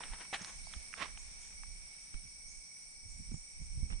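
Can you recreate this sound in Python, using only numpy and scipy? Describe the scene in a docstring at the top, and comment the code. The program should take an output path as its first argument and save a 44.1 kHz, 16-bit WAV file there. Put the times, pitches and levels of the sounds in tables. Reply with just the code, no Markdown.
"""Slow footsteps on a stony forest path: soles crush grit and dead leaves, stones knock and ring, twigs tick.
Cicadas and crickets drone all around, pulsing their resonators with tymbal and wing, and small birds
call thinly; the trunks scatter their sound over a far wash of foliage. Close up, air rumbles on the
hand-held microphone and the shifting grip adds soft bumps and creaks."""
import sys
import numpy as np
from scipy import signal
from scipy.fft import rfft, irfft
from scipy.io import wavfile

SR = 44100
rng = np.random.default_rng(int(sys.argv[2]) if len(sys.argv) > 2 else 0)


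def master(y):
    """Save y as 16-bit WAV."""
    cut = np.clip(np.atleast_2d(y).T, -1, 1)
    pcm = np.round(cut * 32767)  # scale
    wavfile.write(sys.argv[1], SR, pcm.astype(np.int16))


N = 176400

# Resonances of the stones underfoot. Each row: frequency in Hz, width in Hz, lift in dB.
STONE_MODES = [(800, 85, 6.5), (1810, 150, 0.5), (2000, 150, 0), (2560, 300, 3), (3030, 320, 1.5),
               (3935, 115, 7.5)]


def undb(db):
    """Decibels to gain."""
    return 10 ** (np.asarray(db) / 20)


def unit(x):
    """Scale to an RMS of one."""
    return x / np.sqrt(np.mean(x ** 2) + 1e-20)


def clock():
    """The time of every sample in seconds."""
    return np.arange(N) / SR


def curve(rows, column=1):
    """Straight lines through one column of a table over time."""
    rows = np.array(rows)
    return np.interp(clock(), rows[:, 0], rows[:, column])


def wander(per_s, size=2000):
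    """Smooth random drift with a spread near 1."""
    return np.interp(clock() * per_s, np.arange(size), rng.standard_normal(size))


def pan(db):
    """Constant-power gains that put the left channel db above the right."""
    return unit(undb(np.array([[db], [-db]]) / 2))


def colour(x, points, tilt_db=0):
    """Equalise through (Hz, dB) points, with a tilt per octave about 1500 Hz."""
    hz = np.maximum(np.arange(N // 2 + 1) * SR / N, 1)
    point_hz, db = np.array(points).T
    gain_db = np.interp(np.log(hz), np.log(point_hz), db) + tilt_db * np.log2(hz / 1500)
    return irfft(rfft(x) * undb(gain_db), N)


def add(out, start, sound, db, side):
    """Set a short sound's peak level, pan it and mix it in at its start time."""
    first = max(int(start * SR), 0)
    placed = sound / np.abs(sound).max() * undb(db) * pan(side)
    out[:, first:first + len(sound)] += placed[:, :N - first]


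def forest(x, steady=False, t60_s=0.79, build_s=0.0045):
    """Trunks scatter a sound differently to each side; a steady sound's tail wraps round to the start."""
    t = clock()
    echoes = rng.standard_normal((2, N)) * np.exp(-np.log(1000) * t / t60_s) * (1 - np.exp(-t / build_s))
    echoes = unit(echoes) / np.sqrt(N)
    if steady:
        return irfft(rfft(x) * rfft(echoes), N)
    return signal.fftconvolve(x[None], echoes, axes=1)[:, :N]


def insect(hz, rate, pulse_s):
    """Each stroke of wing or tymbal rings the insect's resonator anew, slightly out of time."""
    rate = rate * np.exp(.08 * rng.standard_normal())
    strokes = rng.random() + np.cumsum(rate * (1 + .03 * wander(9))) / SR
    age = strokes % 1 / rate / pulse_s
    stroke_phase = rng.random(4096)[strokes.astype(int) % 4096]
    ring = age * np.exp(-2 * age) * np.minimum((1 - strokes % 1) * 10, 1)
    cycles = np.cumsum(hz + np.zeros(N)) / SR
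    return unit(ring * np.sin(2 * np.pi * (cycles + stroke_phase)))


def singers(hz, spread_hz, rate, pulse_s, count=4):
    """Insects of one kind at neighbouring pitches, each heard by its own paths through the trees."""
    out = 0
    for place in np.linspace(-1, 1, count):
        song = insect(hz + spread_hz * (place + .45 * wander(8)), rate, pulse_s)
        out = out + forest(song * undb(0.55 * wander(5.73)), steady=True)
    return out


def choirs():
    """Crickets and cicadas, blurred by the trees into bands of drone."""
    # Each row: pitch in Hz, spread between insects in Hz, pulses per second, pulse length in seconds,
    # midway level in dB, level change in dB per second, pan in dB.
    kinds = [(2245, 19, 29, 0.02, -63.5, -1.04, -4.5), (4445, 50, 55, 0.004, -75, -1, -8.5),
             (5670, 150, 190, 0.0019, -57.5, -0.13, -2), (5420, 200, 150, 0.0016, -63, -0.5, 0),
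             (8000, 8.7, 30, 0.055, -70.5, -0.5, 4), (8140, 330, 120, 0.0043, -65, 0.3, 0),
             (8290, 10, 26, 0.077, -71.5, 2, 2), (8480, 18, 30, 0.027, -70, -3, -7)]
    t, out = clock(), 0
    for hz, spread, rate, pulse, db, change, side in kinds:
        drone = unit(singers(hz, spread, rate, pulse))
        out = out + drone * undb(db + change * (t - t.mean())) * pan(side)
    return out


def bush_crickets(count=5, spread_hz=115, sag_hz=131.5, phrase_s=.5):
    """Fast wing strokes make high buzzes whose pitch sags through each phrase."""
    # The whole group's buzz. Each row: time in seconds, centre pitch in Hz, level in dB.
    buzz = [(0, 9078, -58), (1, 9015, -60.5), (2, 9000, -60), (3, 8907, -59), (4, 8804, -61.5)]
    out = 0
    for place in np.linspace(-1, 1, count):
        phrase = (clock() / phrase_s + rng.random() + .1 * wander(2)) % 1
        hz = curve(buzz) + spread_hz * place - sag_hz * (phrase - .5)
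        out = out + forest(insect(hz, rate=140, pulse_s=.005), steady=True)
    return unit(out) * undb(curve(buzz, column=2) + 0.63 * wander(16))


def forest_wash():
    """Far foliage and countless faint insects; the leaves' share ebbs and swells."""
    # Tone of the distant forest. Each row: frequency in Hz, gain in dB.
    tone = [(30, -4.5), (170, 13.5), (300, 1.5), (540, -1), (800, 4), (1100, -3), (1700, -2.5), (2350, 8),
            (2900, -3), (4000, -1), (5000, -1), (6400, -2.5), (7500, -0.5), (9000, 11), (9600, -2),
            (10500, -56), (14400, -30.5), (15000, 13), (15400, -29.5)]
    # Its slow fade. Each row: time in seconds, level in dB.
    fade = [(0, -55.5), (1.2, -57), (1.9, -60.5), (4, -61.5)]
    far = unit(colour(rng.standard_normal((2, N)), tone))
    leaves = colour(far, [(300, -33), (900, -3), (4000, 2.5), (5000, -44)])
    sway = undb(wander(4.65)) - 1
    return (far + leaves * sway) * undb(curve(fade) + .5 * wander(19)) * pan(-0.69)


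def air():
    """Slow eddies rumble on each of the two microphone ports."""
    # Tone of the rumble. Each row: frequency in Hz, gain in dB.
    tone = [(12, -2), (30, 7.5), (50, 1), (70, -4.5), (110, -27), (170, -22), (260, -36.5), (450, -65.5),
            (1000, -73)]
    # Swells of the stirring air. Each row: time in seconds, level in dB.
    swells = [(0, -70), (.11, -38.5), (.22, -66), (.45, -57.5), (.63, -44.5), (.71, -56), (1.0, -53),
              (1.25, -47.5), (1.45, -53), (1.72, -46), (2.0, -62.5), (2.58, -52.5), (2.72, -74),
              (3.06, -51.5), (3.36, -42), (3.5, -64.5), (3.61, -41.5), (3.84, -36), (4, -41)]
    rumble = unit(colour(rng.standard_normal((2, N)), tone))
    return rumble * undb(curve(swells) + 1.5 * wander(21)) * pan(-6)


def ring_stones(x, pitch):
    """Lift the resonances of the stones; smaller stones ring higher."""
    hz = np.arange(N // 2 + 1) * SR / N
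    peaks = [1 + (undb(db) - 1) / (1 + 2j * (hz - f * pitch) / width) for f, width, db in STONE_MODES]
    return irfft(rfft(x) * np.prod(peaks, axis=0), N)


def scuffs(grains_per_s=2600, spread_db=2.5, hiss_db=-8.5, clump_db=3, clumps_per_s=170):
    """A sole presses and slides: a swell of tiny cracks in grit and leaves rings the stones under it."""
    # Each row: peak time, rise and decay in seconds, level in dB, pan in dB,
    # brightness in dB per octave, pitch of the stones as a ratio.
    slides = [(.012, 0.014, 0.026, -48.5, 1, -3.5, 0.92), (0.047, 0.013, 0.058, -55, 0, -2, 1.05),
              (0.137, 0.017, 0.013, -48.5, 0.5, -3, 1.1), (0.221, 0.038, 0.023, -51.5, 3.5, -2, 1.2),
              (0.332, 0.0014, 0.015, -40.5, 3, -2, 0.72), (0.347, 0.011, 0.01, -36, -2.5, 1.5, 1),
              (0.421, 0.045, 0.018, -52, -6, -3, 1), (.495, 0.059, 0.03, -53, 1.5, -1.5, 1.35),
              (.73, 0.043, 0.091, -62, -2, 0, 0.79), (1.031, 0.042, 0.023, -38.5, -9, -1.5, 1.42),
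              (1.47, 0.1, 0.14, -69.5, -1, -1, 0.94)]
    # Tone of the scuffed ground. Each row: frequency in Hz, gain in dB.
    ground = [(60, -47), (170, -9), (300, -13), (550, -9.5), (850, -5.5), (1300, -3.5), (1650, -1),
              (2100, -0.5), (2800, -5), (3900, -9.5), (5500, -16.5), (8500, -20.5), (11000, -19),
              (15000, -53)]
    t, out = clock(), 0
    grains = (rng.random((3, N)) < grains_per_s / SR) * np.sign(rng.standard_normal((3, N)))
    grains *= undb(spread_db * np.minimum(rng.exponential(size=(3, N)), 3))
    cracks = unit(grains) + undb(hiss_db) * rng.standard_normal((3, N))
    cracks = cracks[0] + undb(-5.0) * cracks[1:]  # one centre layer, plus one for each side
    cracks *= undb(clump_db * wander(clumps_per_s))  # the grit gives way in fits
    for peak, rise, decay, db, side, tilt, pitch in slides:
        before_peak = np.maximum((peak - t) / rise, 0)
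        swell = np.exp(-np.maximum(before_peak ** 1.5, (t - peak) / decay))
        crunch = unit(colour(ring_stones(cracks, pitch), ground, tilt))
        out = out + crunch * swell * undb(db) * pan(side)
    return out


def stone_knocks(size=2048):
    """Stone strikes stone under the sole and both ring for a few milliseconds."""
    # Each row: start in seconds, level before EQ in dB, pitch as a ratio,
    # brightness in dB per octave, pan in dB.
    strikes = [(.0065, -33, 1.2, -5.5, -6), (.329, -30, 0.97, -5.5, -2), (.3425, -35, 0.85, 1, 1),
               (.3478, -27.5, 1.05, 2, 1), (1.0175, -29.5, 1.3, -2.5, -17), (1.028, -35, 0.8, -5, 2),
               (1.057, -30.5, 1.29, -0.5, -9)]
    age, out = np.arange(size) / SR, np.zeros((2, N))
    for start, db, pitch, tilt, side in strikes:
        ring = 0
        for hz, width, lift in STONE_MODES:
            envelope = undb(lift + tilt * np.log2(hz)) * np.exp(-np.pi * width * age)
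            ring = ring + envelope * np.sin(2 * np.pi * (hz * pitch * age + rng.random()))
        add(out, start, ring, db, side)
    return colour(out, [(300, 5.5), (700, -2.5), (2500, 0), (4000, -7.5), (8000, -13)])


def twig_ticks(size=2048, tail_db=-17):
    """A snap and a gritty tail, held within the band that the twig or pebble radiates."""
    # Each row: start in seconds, level in dB, low and high edge in Hz, tail decay in seconds, pan in dB.
    snaps = [(.036, -30.5, 1000, 3630, 0.002, -10), (0.4172, -37, 4720, 6760, 0.0062, -1),
             (.447, -28, 900, 7000, 0.0023, -4), (0.669, -47, 590, 1190, 0.0024, 1),
             (.737, -33, 950, 3640, 0.0028, -4), (.929, -39.5, 1310, 3080, .001, -6),
             (.939, -28, 1190, 2730, 0.00082, -16), (1.175, -37.5, 700, 3500, 0.0017, -4.5),
             (1.634, -41.5, 800, 2700, 0.0016, -12)]
    age, out = np.arange(size) / SR, np.zeros((2, N))
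    for start, db, low_hz, high_hz, decay, side in snaps:
        snap = (age == 0) + undb(tail_db) * rng.standard_normal(size) * np.exp(-age / decay)
        band = signal.butter(6, [low_hz, high_hz], "band", fs=SR, output="sos")
        add(out, start, signal.sosfilt(band, snap), db, side)
    return out


def lone_cricket(hz=6780, first_s=0.12, every_s=0.27, half_width_s=0.028):
    """One far cricket, a short pure chirp at even intervals."""
    from_centre = (clock() - first_s + every_s / 2) % every_s - every_s / 2
    tone = np.sin(2 * np.pi * np.cumsum(hz + 35 * wander(150)) / SR)
    chirps = np.exp(-(from_centre / half_width_s) ** 2) * tone
    return undb(-69.5) * (chirps + forest(chirps))


def grip_bumps(lag_cycles=0.2, knock_db=-31.5, rub_s=0.022):
    """The grip shifts: a heavily damped low swing with a dull knock and a short rub of the fingers."""
    # Each row: start in seconds, level before EQ in dB, swing in Hz, pan in dB, relative rub in dB.
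    shifts = [(0.412, -46, 210, -3, -12), (0.762, -38, 58.6, -9.5, -22), (2.14, -36.5, 30.1, -10, -18.5),
              (2.251, -50.5, 91, -8, -10), (3.051, -47, 89, -1, -13), (3.195, -50.5, 146, -6.5, -0.5),
              (3.317, -37, 215, -6.5, -12.5), (3.341, -34.5, 148, -15.5, -20.5),
              (3.613, -36.5, 62.3, -19, -17), (3.773, -37, 88, -5, -14), (3.826, -31, 55.6, -9, -14.5),
              (3.918, -34, 32, -10, -10)]
    rub_tone = [(30, -9.0), (80, 7.0), (170, 3.5), (300, -15.0), (500, -24.5), (1000, -49.5)]
    rubbing = unit(colour(rng.standard_normal((2, N)), rub_tone))
    t, out = clock(), 0
    for start, db, hz, side, rub_db in shifts:
        lag = np.array([[0], [lag_cycles / hz]])  # the right port swings later
        age = np.maximum(t - start - lag, 0)
        swing = np.sin(2 * np.pi * hz * age) * np.exp(-age * hz)
        knock = np.sin(2 * np.pi * 210 * age) * np.exp(-age / 0.0067)
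        rub = rubbing * np.exp(-np.abs(t - start - .008) / rub_s)
        out = out + (swing + undb(knock_db) * knock + undb(rub_db) * rub) * undb(db) * pan(side)
    return colour(out, [(20, 7.0), (350, 4.5), (700, -0.5), (1500, -42)])


def birds(trill_per_s=130, trill_depth_hz=170, rasp_per_s=800, rasp_depth_hz=330):
    """Thin, raspy calls that sweep upward and linger among the trees."""
    # Each row: start and length in seconds, first and last pitch in Hz, level in dB.
    calls = [(.455, .045, 6200, 6600, -54), (.63, .075, 4150, 5300, -59), (.70, .07, 6200, 6650, -61),
             (1.172, .05, 6100, 7800, -57), (1.395, .048, 6100, 7600, -58), (1.41, .04, 3300, 3750, -66),
             (2.0, .02, 7000, 7500, -66), (2.465, .055, 6100, 6650, -56.5),
             (3.085, .045, 6600, 7750, -61.5), (3.318, .05, 6300, 7650, -60.5)]
    t, direct = clock(), np.zeros(N)
    trill = trill_depth_hz * np.sin(2 * np.pi * trill_per_s * t)
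    for start, length, low, high, db in calls:
        progress = np.clip((t - start) / length, 0, 1)
        rasp = rasp_depth_hz * wander(rasp_per_s, size=4096)
        hz = low + (high - low) * progress + trill + rasp
        arch = np.sqrt(np.abs(np.sin(np.pi * progress)))
        direct += undb(db) * arch * np.sin(2 * np.pi * np.cumsum(hz) / SR)
    return (undb(-1.5) * direct + undb(2.5) * forest(direct)) * pan(-6.5)


def housing_creaks():
    """Fingers flex the housing, which pushes the two ports in opposite directions."""
    # Finger slips. Each row: start in seconds, decay in seconds, level in dB.
    slips = [(2.142, 0.0033, -45), (3.316, .003, -48), (3.343, 0.0051, -51.5), (3.902, 0.016, -47.5),
             (3.924, 0.014, -45.5)]
    # Tone of the housing. Each row: frequency in Hz, gain in dB.
    housing = [(100, 7), (850, -2.5), (1300, -4), (1800, -5.5), (2500, -3.5), (9000, -38)]
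    t, envelope = clock(), 0
    for start, decay, db in slips:
        envelope = envelope + (t >= start) * np.exp(-np.maximum(t - start, 0) / decay) * undb(db)
    friction = unit(colour(rng.standard_normal(N), housing)) * undb(0.83 * wander(200))
    return friction * envelope * pan(-6.5) * np.array([[1], [-1]])


def scene():
    """Footsteps and their faint echo, among wildlife, handling noise, air and far foliage."""
    steps = scuffs() + stone_knocks() + twig_ticks()
    wildlife = choirs() + bush_crickets() + lone_cricket() + birds()
    step_echo = undb(-18) * forest(steps.mean(axis=0))
    handling = grip_bumps() + housing_creaks()
    return steps + step_echo + wildlife + handling + air() + forest_wash()


def record(dry, top_hz=15300):
    """The recorder dulls the highest treble and cuts the top."""
    eased = dry * signal.windows.tukey(N, .002)  # click-free ends
    dull = colour(eased, [(20, -3.5), (9300, 1), (9800, -1.5), (10500, -12.5), (15000, -18)])
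    return signal.sosfilt(signal.ellip(8, .2, 70, top_hz, fs=SR, output="sos"), dull)


dry = scene()
out = record(dry)
master(out)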